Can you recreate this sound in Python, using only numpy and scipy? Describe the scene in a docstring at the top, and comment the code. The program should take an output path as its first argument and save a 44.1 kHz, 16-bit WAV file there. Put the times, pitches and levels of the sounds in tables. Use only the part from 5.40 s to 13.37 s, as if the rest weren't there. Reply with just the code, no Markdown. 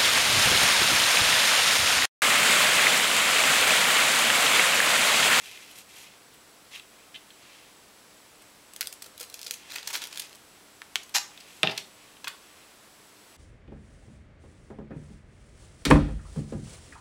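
"""Finger ticks and the soft rub of a card sliding over a craft mat come first, on a desk in a small quiet room.
Masking tape is then picked loose and peeled in crackling jerks: each snap is a sharp release that rings.
The strip drums, pops where its edge is nicked, and tears in a dense rush of breaking fibres.
The roll knocks and chatters on the table as damped modes and small slips; the handling sounds are friction grains.
Rumble, hiss, a faint hum and a thin whine lie beneath, as from a hissy microphone above the desk."""
import sys
import numpy as np
from scipy import signal
from scipy.io import wavfile

SR = 44100
rng = np.random.default_rng(int(sys.argv[2]) if len(sys.argv) > 2 else 0)


def unload_wav(signal):
    """Save mono or channel-first audio to the path in sys.argv[1] as 16-bit WAV at rate SR, clipped to [-1, 1]."""
    wavfile.write(
        sys.argv[1],
        SR,
        np.round(np.clip(np.atleast_2d(signal).T, -1, 1) * 32767).astype(np.int16),
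    )


N = 351296
TIME = np.arange(N) / SR
SAMPLES_PER_MS = SR / 1000

# Loud snaps of tape and paper, then a rattle of the roll and a finger tick among the last rows;
# level is energy per ms, run is a series of slips: start_s, level_db, run_s, ring_hz, treble_db
LOUD_SNAPS = [(3.3354, -37, 0.0036, 9900, -6), (3.3628, -31, 0.0021, 8800, -6),
              (3.4096, -18.5, .0006, 4200, -2), (3.4117, -22, 0.0021, 4700, -3),
              (3.4162, -25, 0.0027, 1700, -16), (3.428, -29.5, 0.0023, 1650, -14),
              (3.4593, -36, 0, 4100, -12), (3.4718, -23, 0.0015, 7300, -7), (3.5266, -30.5, .004, 8300, -1),
              (3.5386, -40, 0, 8400, 1), (3.6218, -29, 0.0061, 8000, -4.5), (3.6424, -38, 0.0058, 4100, -2),
              (3.661, -36.5, .007, 3800, 0), (3.7782, -35.5, 0.0034, 3600, -1), (3.8012, -33, 0, 5100, 6),
              (3.808, -27.5, 0.0078, 4900, 1), (3.8309, -37, .001, 5200, 12),
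              (3.8994, -36.5, 0.0022, 3900, -2), (3.942, -28.5, 0.0025, 5200, -6),
              (3.9929, -34.5, 0, 4800, -9), (4.0155, -33, 0, 5500, -4), (4.03, -32, 0.0026, 5000, -6),
              (4.0443, -34, 0.0095, 5000, -3), (4.065, -25.5, 0.0066, 4800, -8),
              (4.079, -33.5, .005, 4200, -7), (4.1098, -20, .0008, 3600, -8), (4.138, -29, .006, 6100, -4),
              (4.313, -32, 0.01, 4300, -12), (4.3213, -32.5, 0.00033, 3700, -7),
              (4.34, -36, 0.0023, 5900, -7), (4.358, -22.5, 0.0052, 2030, -11),
              (4.3842, -30, .001, 5700, -13), (4.429, -33, 0.0041, 3800, -12),
              (4.474, -21, 0.0057, 4970, -5), (4.502, -26.5, 0.011, 2100, -8),
              (4.53, -21.5, 0.017, 5100, -7), (4.544, -23.5, 0.0072, 3100, -9),
              (4.553, -20.5, .003, 4600, -20), (4.558, -25, 0.006, 4100, 1), (4.619, -25.5, .012, 3700, -9),
              (4.639, -29.5, 0.0044, 4500, -6), (4.672, -38, .0013, 3100, 1),
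              (4.727, -35.5, 0.0043, 3900, -14), (4.7746, -26.5, 0, 3700, -4),
              (4.781, -31, 0.0046, 3800, -4), (4.7962, -21.5, 0.0062, 3700, -1.5),
              (4.8188, -38, .001, 3450, -17), (4.9556, -42, .003, 3300, 0), (5.632, -37.5, .008, 6200, -2),
              (5.6936, -41, 0.0047, 4000, 0), (5.9756, -38, 0.0026, 4200, -24),
              (6.0028, -38, 0.0098, 5200, -11), (6.311, -30, 0.01, 4500, -15),
              (6.3775, -19.5, 0.0043, 4300, -15.5), (6.844, -27, .006, 3380, -17),
              (6.8726, -23, 0.0069, 3100, -30), (6.879, -23, 0.0053, 3400, -8.5)]
# Bass of the snaps and room level behind them, changing over time: time_s, bass_db, room_level_db
SNAP_TONE = [(3.4, -7, -10), (3.65, -1, -9), (3.9, -18, -5.5), (4.14, -15, -8), (4.35, 1, -5),
             (4.58, 4, -7.5), (4.8, -8.5, -10.5), (6.38, -12, -7.5), (6.84, 4.5, -7)]
# Jerks of the pulling hand, with the glue crackle before its trim: start_s, length_s, level_db
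PULLS = [(3.792, 0.06, -47), (3.917, .27, -55), (4.267, .15, -45), (4.441, .08, -44.5),
         (4.531, .055, -37.5), (4.603, .09, -43), (4.7, .17, -43.5), (4.848, .15, -56)]
# Source spectrum of a loud snap: frequency_hz, level_db (per Hz)
SNAP_SPECTRUM = [(60, -27), (250, -20), (500, -14.5), (1000, -5.5), (2000, -1), (5000, 0), (7500, 2.5),
                 (10000, 3.5), (13000, 0), (16000, -2.5)]
# Source spectrum of breaking glue threads: frequency_hz, level_db (per Hz)
GLUE_SPECTRUM = [(180, -56), (300, -10), (614, -3), (749, -11), (814, -3.5), (1610, -6), (1750, -2.5),
                 (2700, 1), (4990, -2), (8360, -6), (13500, -20), (16000, -23)]
# Lesser snaps within each pull
SMALL_SNAP_DB, SMALL_SPREAD_DB, SMALL_RUN_S = -38.5, 2, 0.0014
SMALL_RING_HZ, SMALL_TREBLE_DB = 4000, -5.5

# The first short length of strip is jerked free; level before its trim: start_s, level_db
JERKS = [(3.663, -41.5), (3.808, -33.5), (3.943, -44), (4.03, -52), (4.067, -40), (4.11, -40)]
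# Modes of the short strip: pitch_hz, level_db, t60_s
STRIP_MODES = [(463, -15, 0.073), (495, 6, 0.065), (1360, 2, 0.089)]
# Nicks in the edge of the taut strip: start_s, level_db, rate_factor (scales pitch and decay rate)
NICKS = [(5.4185, -31, 0.55), (5.4204, -45, 0.95), (5.5572, -13, 0.91), (5.5599, -27, 1)]
# Modes of the nicked edge at rate factor one: pitch_hz, level_db, t60_s
EDGE_MODES = [(1500, 0, 0.00087), (2480, -1, 0.0038), (3300, 6.5, 0.0033), (4200, 6, 0.00086),
              (6100, -8, 0.0039), (11800, -25, 0.0034)]

# Spectrum of the tear as the microphone hears it: frequency_hz, level_db (per Hz)
TEAR_SPECTRUM = [(120, -42), (300, -21), (560, -17), (820, -4), (1400, -4.5), (2200, -3.5), (3600, -2.5),
                 (5700, -0.5), (7300, -3), (8300, -11.5), (11700, -12.5), (16000, -26)]
# The tear bites, eases as it crosses the strip, and ends in a burst of last fibres
TEAR_S, TEAR_LENGTH_S, TEAR_DB = 5.738, 0.0491, -21.5
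TEAR_ATTACK_S, TEAR_HOLD_S, TEAR_EASE_DB_PER_S = 0.011, 0.027, 600
LAST_FIBRES_S, LAST_FIBRES_DB = 0.0062, -24.5

# Impacts of the roll on the table: start_s, crack_db, body_db (energy per ms)
KNOCKS = [(6.2319, -5.5, -14.5), (6.2731, -13, -29), (6.2836, -32, -25), (6.2966, -25, -41),
          (6.3005, -36, -42), (6.3160, -35, -36)]
# Modes of the struck cardboard core: pitch_hz, level_db, t60_s
CORE_MODES = [(2420, -18, 0.009), (2830, 6, 0.006), (3200, 5.5, 0.0049), (3550, -1, 0.0095),
              (1825, -18.5, 0.039)]
# Modes of the table top under the roll: pitch_hz, level_db, t60_s
TABLE_MODES = [(115.4, -12, 0.23), (166, -13, .25), (185.6, -12, 0.26), (235.4, -15, 0.36), (406, -6, 0.23),
               (641.5, 5, 0.1), (720, -9, 0.087), (787, -2, 0.13), (840, -6.5, 0.18), (1048, -7.5, 0.11),
               (1280, 6, 0.037)]
# Source spectrum of the scuff in each knock: frequency_hz, level_db (per Hz)
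SCUFF_SPECTRUM = [(60, -25), (150, 8.5), (500, -8), (1400, -9), (2700, 0), (4000, -14), (5500, -17),
                  (7500, -39), (10000, -55), (16000, -37)]
# Source spectrum of the chattering roll: frequency_hz, level_db (per Hz)
CHATTER_SPECTRUM = [(60, -34), (160, -6), (450, -2), (850, -2.5), (1450, -8), (1800, -6), (2700, -4),
                    (3700, -10), (4700, -6), (5600, -14), (7500, -29), (16000, -45)]
# Chatter grows by less than one dB for each dB of knock
CHATTER_DB, CHATTER_DB_PER_DB, CHATTER_PEAK_S = -27, 0.46, 0.0098
PUSH_S, PUSH_DB = 0.00085, -8.5  # time scale of the low shove, and its level against the body

# Card and skin sliding on the mat and the roll, before their trim: start_s, length_s, rub_db, fine_db
STROKES = [(-.01, 0.18, -44.5, -50.5), (.11, .2, -47.5, -53), (.27, .1, -50, -54), (0.351, .08, -49.5, -49),
           (.47, .12, -52, -56), (0.546, .14, -49.5, -51), (0.63, .16, -55, -72),
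           (1.307, 0.099, -43, -53.5), (1.5, .2, -60, -80), (1.735, .05, -47, -72),
           (1.936, 0.44, -53.5, -72), (4.12, 0.28, -52.5, -72), (5.87, 0.29, -55.5, -69),
           (6.05, 0.34, -56, -57.5), (6.345, 0.084, -41.5, -54), (6.54, 0.23, -58, -80),
           (6.95, 0.42, -58.5, -76)]
# Source spectrum of the soft rub: frequency_hz, level_db (per Hz)
RUB_SPECTRUM = [(200, -31), (800, -11), (1500, -10.5), (2100, -1), (2700, -1), (3600, -3.5), (4600, -7.5),
                (6200, -10), (8500, -22), (16000, -42)]
# Source spectrum of the finer friction hiss: frequency_hz, level_db (per Hz)
FINE_SPECTRUM = [(1500, -48), (4000, 0.5), (6500, 5), (9000, 3), (12000, 2), (16000, -12)]
# Fingers and nails catching on the card and the roll; level is energy per ms, before its trim:
# start_s, level_db, run_s, ring_hz, treble_db
FINGER_TICKS = [(0.058, -35.5, 0.002, 3100, -10), (.134, -41, .001, 2700, -9),
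                (.1734, -37.5, .005, 2000, -12), (0.312, -40.5, .003, 3000, 3), (.379, -38, .02, 3800, 3),
                (.9393, -44.5, .009, 3030, 2), (1.351, -34.5, 0.0063, 3020, -12),
                (1.358, -31, 0.005, 2820, -12), (1.3967, -34.5, 0.00087, 2840, -20),
                (1.744, -28, 0.03, 2960, -24), (1.905, -40.5, 0.0042, 4200, -19),
                (3.02, -44.5, .008, 7000, -5), (6.767, -43.5, 0.0076, 2980, -17)]
# Source spectrum of a finger tick: frequency_hz, level_db (per Hz)
CARD_SPECTRUM = [(60, -36), (500, -16), (1200, -7), (2000, -0.5), (2900, -1.5), (3900, 1), (4800, -18),
                 (7000, -19), (8300, 1.5), (12000, -3), (16000, -7)]
CARD_BASS_DB = -4

# Spectrum of the room rumble: frequency_hz, level_db (per Hz)
RUMBLE_SPECTRUM = [(12, -53), (20, -13), (65, -10.5), (119, -5.5), (168, -7), (201, -2.5), (270, -6.5),
                   (291, -4), (323, -7), (386, -3), (700, -7), (910, -31), (1540, -120)]
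# Spectrum of the microphone hiss: frequency_hz, level_db (per Hz)
HISS_SPECTRUM = [(400, -23.5), (700, -2.5), (1100, -1.5), (1600, -3.5), (3000, -5.5), (5500, -7.5),
                 (7200, -10), (8300, -11), (11200, -10), (11800, -15.5), (13000, -15.5), (14200, -14),
                 (16000, -17)]
RUMBLE_DB, HISS_DB = -62, -55.5
HUM_HZ, HUM_DB = 300, -71.5
# Electronic whine, with the rate of its phase wander: pitch_hz, level_db, wander_per_s
WHINE = [(7580, -75, 9.6), (7843, -71, 7.9), (7850, -79, 6), (7840, -74.5, 310), (9000, -73, 350)]

# Echoes from the desk and nearby things: delay_s, gain
ECHOES = [(.0012, 0.13), (.0017, -0.081), (.0029, 0.13), (.0063, 0.094), (.0074, -0.14)]
# Decay time of the room: frequency_hz, t60_s
ROOM_T60 = [(150, 0.34), (700, 0.46), (2500, 0.28), (6000, 0.31), (10000, 0.29), (16000, 0.19)]
# Initial spectrum of the room tail: frequency_hz, level_db
ROOM_COLOUR = [(60, -14), (150, 4), (700, 1), (3000, 1.5), (7600, 2.5), (8400, 1.5), (16000, 2.5)]
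BAND_LIMIT_HZ = 15850


def loud_snaps():
    """Stick-slip release: stored strain escapes in sharp snaps whose bass changes over time."""
    s, db, run_s, ring_hz, treble_db = np.transpose(LOUD_SNAPS + small_snaps(count=4))
    when, bass_db, _ = np.transpose(SNAP_TONE)
    rows = zip(s, db, run_s, ring_hz, np.interp(s, when, bass_db), treble_db)
    return snaps(rows, SNAP_SPECTRUM, ring_db=7, ring_width=.3, patchy_db=2.2, flutter=.55, flutter_s=.0009)


def small_snaps(count, follow=0.63):
    """Random release: lesser snaps crowd the middle of each pull, stronger in the harder pulls."""
    mean_db = np.mean([db for _, _, db in PULLS])
    rows = []
    for start, length, pull_db in PULLS:
        for _ in range(count):
            effort_db = follow * (pull_db - mean_db)
            db = SMALL_SNAP_DB + effort_db + SMALL_SPREAD_DB * rng.standard_normal()
            s = start + length * rng.triangular(0, .5, 1)
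            rows.append((s, db, SMALL_RUN_S, SMALL_RING_HZ, SMALL_TREBLE_DB))
    return rows


def snaps(rows, spectrum, ring_db, ring_width, patchy_db, flutter, flutter_s, size=900):
    """Impulsive excitation: a sharp release, or a short run of them, rings at a resonance."""
    out, hz, t = np.zeros(N), bins(), np.arange(size) / SR
    for s, db, run_s, ring_hz, bass_db, treble_db in rows:
        tilt = read([(1200, bass_db), (2400, 0), (4200, 0), (10000, treble_db)], hz)
        ring = ring_db / (1 + ((hz - ring_hz) / (ring_width * ring_hz)) ** 2)
        shape_db = read(spectrum, hz) + tilt + ring
        # the surface shivers briefly after it lets go
        release = flutter * unit(rng.standard_normal(size) * np.exp(-t / flutter_s))
        release[0] += 1
        snap = unit(signal.fftconvolve(release, impulse(shape_db + patchy_db * ripple())))
        # a run crosses three spots; the longer it lasts, the more it outweighs the first release
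        for slips in rng.standard_normal((3, size)):
            run = slips ** 3 * np.exp(-(t / max(run_s, 1 / SR)) ** 4)
            spot = impulse(shape_db + patchy_db * ripple())
            snap += np.sqrt(max(run_s, 0) / 0.0024) * unit(signal.fftconvolve(run, spot))
        add(out, s, amp(db) * np.sqrt(SAMPLES_PER_MS) * unit(snap))
    return out


def peel():
    """Adhesive fracture: breaking glue threads crackle louder as the hand pulls faster, with uneven swells."""
    speed = np.zeros(N)
    for start, length, db in PULLS:
        speed += amp(db) * gesture(start, length, skew=0.89, power=0.52)
    crackle = grains(speed, GLUE_SPECTRUM, per_s=1200, spread_db=2.5, patchy_db=1)
    return amp(-3.0) * crackle * amp(1.7 * wander(130))


def strip(size=8000):
    """Free vibration: the stretched strip drums when jerked, and pops when its edge is nicked."""
    out, t = np.zeros(N), np.arange(size) / SR
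    for s, db in JERKS:
        add(out, s, amp(db - 2.0) * ringing(STRIP_MODES, t))
    for s, db, rate in NICKS:
        pop = ringing(EDGE_MODES, t * rate) * (1 - np.exp(-t / .00005))
        add(out, s, amp(db) * unit(high_pass(pop, hz=700)))
    return np.sqrt(SAMPLES_PER_MS) * out


def tear():
    """Cumulative fracture: paper fibres break in a dense rush, then a last burst."""
    age = TIME - TEAR_S
    bite = np.clip(age / TEAR_ATTACK_S, 0, 1) ** 2
    ease_db = TEAR_EASE_DB_PER_S * np.maximum(age - TEAR_HOLD_S, 0)
    rush = bite * amp(TEAR_DB - ease_db) * (age < TEAR_LENGTH_S)
    last_start = TEAR_S + TEAR_LENGTH_S - LAST_FIBRES_S
    last = amp(LAST_FIBRES_DB) * gesture(last_start, LAST_FIBRES_S, skew=1, power=2.2)
    fibres = grains(rush + last, TEAR_SPECTRUM, per_s=4500, spread_db=-1.5, patchy_db=1.0, count=16)
    return fibres * amp(2.2 * wander(500))


def roll(size=22000):
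    """Impact and modal response: each knock shoves the table, rings it and the core, and sets off chatter."""
    t = np.arange(size) / SR
    out = grains(chatter(), CHATTER_SPECTRUM, per_s=1500, spread_db=0.5, patchy_db=-1, count=5)
    for s, crack_db, body_db in KNOCKS:
        scuff = unit(colour(rng.standard_normal(size) * np.exp(-t / 0.0033), SCUFF_SPECTRUM))
        core = unit(ringing(CORE_MODES, t) * (1 - np.exp(-t / 0.00048)))
        crack = unit(core + amp(-8.5) * scuff)
        table = unit(ringing(TABLE_MODES, t) * (1 - np.exp(-t / 0.0027)))
        push = unit(np.sin(t / PUSH_S) * np.exp(-t / PUSH_S / np.pi))
        body = table + amp(PUSH_DB) * push
        add(out, s, np.sqrt(SAMPLES_PER_MS) * (amp(crack_db) * crack + amp(body_db) * body))
    return high_pass(out, hz=97)


def chatter():
    """Repeated contact: the rattle wells up after each knock and dies away, and energies add."""
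    energy = np.zeros(N)
    age = np.arange(SR // 5) / SR / CHATTER_PEAK_S  # in units of the time to peak
    for s, _, body_db in KNOCKS:
        level = amp(CHATTER_DB + CHATTER_DB_PER_DB * body_db)
        add(energy, s, (level * age * np.exp(1 - age)) ** 2)
    return np.sqrt(energy)


def slide():
    """Dry friction: a soft rub with a finer hiss on top, both catching unevenly."""
    rub_gain, fine_gain = np.zeros((2, N))
    for start, length, rub_db, fine_db in STROKES:
        speed = gesture(start, length, skew=0.79, power=0.94)
        rub_gain += amp(rub_db) * speed
        fine_gain += amp(fine_db) * speed
    rub = grains(rub_gain, RUB_SPECTRUM, per_s=3500, spread_db=2.0, patchy_db=-1.5, count=4)
    fine = grains(fine_gain, FINE_SPECTRUM, per_s=5000, spread_db=3.5, patchy_db=1.5, count=4)
    return amp(-2.5) * (rub + fine) * amp(1.5 * wander(70))


def finger_ticks():
    """Catch and release: nails let go suddenly and ring the card."""
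    rows = [(s, db, run_s, ring_hz, CARD_BASS_DB, treble_db)
            for s, db, run_s, ring_hz, treble_db in FINGER_TICKS]
    ticks = snaps(rows, CARD_SPECTRUM, ring_db=12.5, ring_width=0.14, patchy_db=0.5,
                  flutter=0.95, flutter_s=0.0023)
    return amp(-0.5) * ticks


def background():
    """Stationary noise and tones: room rumble, microphone hiss, faint mains hum and electronic whine."""
    out = amp(RUMBLE_DB) * colour(rng.standard_normal(N), RUMBLE_SPECTRUM)
    out += amp(HISS_DB) * colour(rng.standard_normal(N), HISS_SPECTRUM)
    out += amp(HUM_DB) * evened(np.sin(2 * np.pi * HUM_HZ * TIME + 0.32 * wander(4.1)))
    for hz, db, wander_per_s in WHINE:
        out += amp(db) * evened(np.sin(2 * np.pi * hz * TIME + 2 * wander(wander_per_s)))
    return out


def room(x, wet_db, size=26000):
    """Reverberation: close echoes, and a diffuse tail that decays at a different rate at each frequency."""
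    hz, t, z = signal.stft(rng.standard_normal(size), SR, nperseg=256)
    z = z * amp(read(ROOM_COLOUR, hz)[:, None] - 60 * t / read(ROOM_T60, hz)[:, None])
    tail = signal.istft(z, SR)[1]
    tail *= 1 - np.exp(-np.arange(len(tail)) / SR / 0.002)  # the tail builds up gradually
    out = x + signal.fftconvolve(amp(wet_db) * x, unit(tail))[:N]
    for delay_s, gain in ECHOES:
        add(out, delay_s, gain * x)
    return out


def grains(gain, spectrum, per_s, spread_db, patchy_db, count=10):
    """Granular excitation: tiny uneven slips under a gain curve, coloured by the spot each comes from."""
    size = amp(spread_db * np.minimum(rng.exponential(1, N), 4)) * rng.choice([-1, 1], N)
    slips = size * (rng.random(N) < per_s / SR)
    spot, live = rng.integers(0, count, N), np.flatnonzero(gain)
    crackle = 0
    for k in range(count):
        click = impulse(read(spectrum, bins()) + patchy_db * ripple())
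        crackle = crackle + signal.oaconvolve(slips[live] * (spot[live] == k), click)
    out = np.zeros(N)
    out[live] = gain[live] * evened(crackle[:len(live)])
    return out


def ringing(modes, t, spread=0.00067):
    """Modal superposition: one blow sets off damped modes, each slightly detuned."""
    hz, db, t60 = np.transpose(modes)[:, :, None]
    detune = 1 + spread * rng.standard_normal(hz.shape)
    return unit((amp(db - 60 * t / t60) * np.cos(2 * np.pi * hz * detune * t)).sum(0))


def gesture(start, length, skew, power):
    """Kinematics: speed of one movement from rest to rest; a skew under one peaks early."""
    u = np.clip((TIME - start) / length, 0, 1)
    moving = (u > 0) & (u < 1)
    out = np.zeros(N)
    out[moving] = np.sin(np.pi * u[moving] ** skew) ** power
    return out


def wander(per_s, size=N):
    """Random modulation: straight lines join unit-variance normal values drawn at this rate."""
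    knots = rng.standard_normal(size // 16)
    return np.interp(np.arange(size) / SR * per_s, np.arange(len(knots)), knots)


def ripple(size=26):
    """Local resonance: random broad peaks and dips in the spectrum of one spot."""
    return np.interp(bins(), np.linspace(0, SR / 2, size), rng.standard_normal(size))


def high_pass(x, hz):
    """Radiation efficiency: small surfaces radiate no deep bass."""
    return signal.sosfilt(signal.butter(3, hz, "high", fs=SR, output="sos"), x)


def colour(x, spectrum):
    """Linear filtering: a causal response shapes the spectrum, scaled to an rms of one."""
    return evened(signal.oaconvolve(x, impulse(read(spectrum, bins(size=8192))))[:len(x)])


def impulse(db):
    """Minimum phase: the sharpest causal click with this spectrum."""
    mirrored_db = np.r_[db, db[-2:0:-1]]
    log_gain = np.log(amp(np.maximum(mirrored_db, -100)))
    return unit(np.fft.ifft(np.exp(np.conj(signal.hilbert(log_gain)))).real)


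def bins(size=2048):
    """Discrete spectrum: the frequencies on which impulse colours are drawn."""
    return np.fft.rfftfreq(size, 1 / SR)


def read(points, hz):
    """Logarithmic pitch scale: interpolates a table on a log-frequency axis."""
    f, value = np.transpose(points)
    return np.interp(np.log(hz + 1), np.log(f + 1), value)


def amp(db):
    """Level: converts decibels to an amplitude ratio."""
    return 10 ** (np.asarray(db) / 20)


def unit(x):
    """Energy normalisation: scales to an energy of one."""
    return x / np.sqrt(np.sum(x ** 2) + 1e-20)


def evened(x):
    """Power normalisation: scales to an rms of one."""
    return unit(x) * np.sqrt(len(x))


def add(mix, s, sound):
    """Superposition: mixes a sound in at a time in seconds."""
    part = mix[round(s * SR):][:len(sound)]
    part += sound[:len(part)]


def scene():
    """Superposition in a room: each group of sources has its own reverberant level."""
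    when, _, room_level_db = np.transpose(SNAP_TONE)
    peeling = room(loud_snaps() + peel(), wet_db=np.interp(TIME, when, room_level_db))
    tearing = room(tear(), wet_db=-9) + room(strip(), wet_db=-11.5)
    landing = room(roll(), wet_db=-10)
    handling = room(finger_ticks() + slide(), wet_db=-10)
    return (peeling + tearing + landing + handling + background())[None]


def record(dry):
    """Saturation and band limiting: peaks bend under the recorder's ceiling, then a low-pass filter."""
    ceiling = .5
    held = dry / (1 + (dry / ceiling) ** 12) ** (1 / 12)
    low_pass = signal.firwin(601, BAND_LIMIT_HZ, window=("kaiser", 9), fs=SR)
    return signal.oaconvolve(held, low_pass[None], "same")


dry = scene()
out = record(dry)
unload_wav(out)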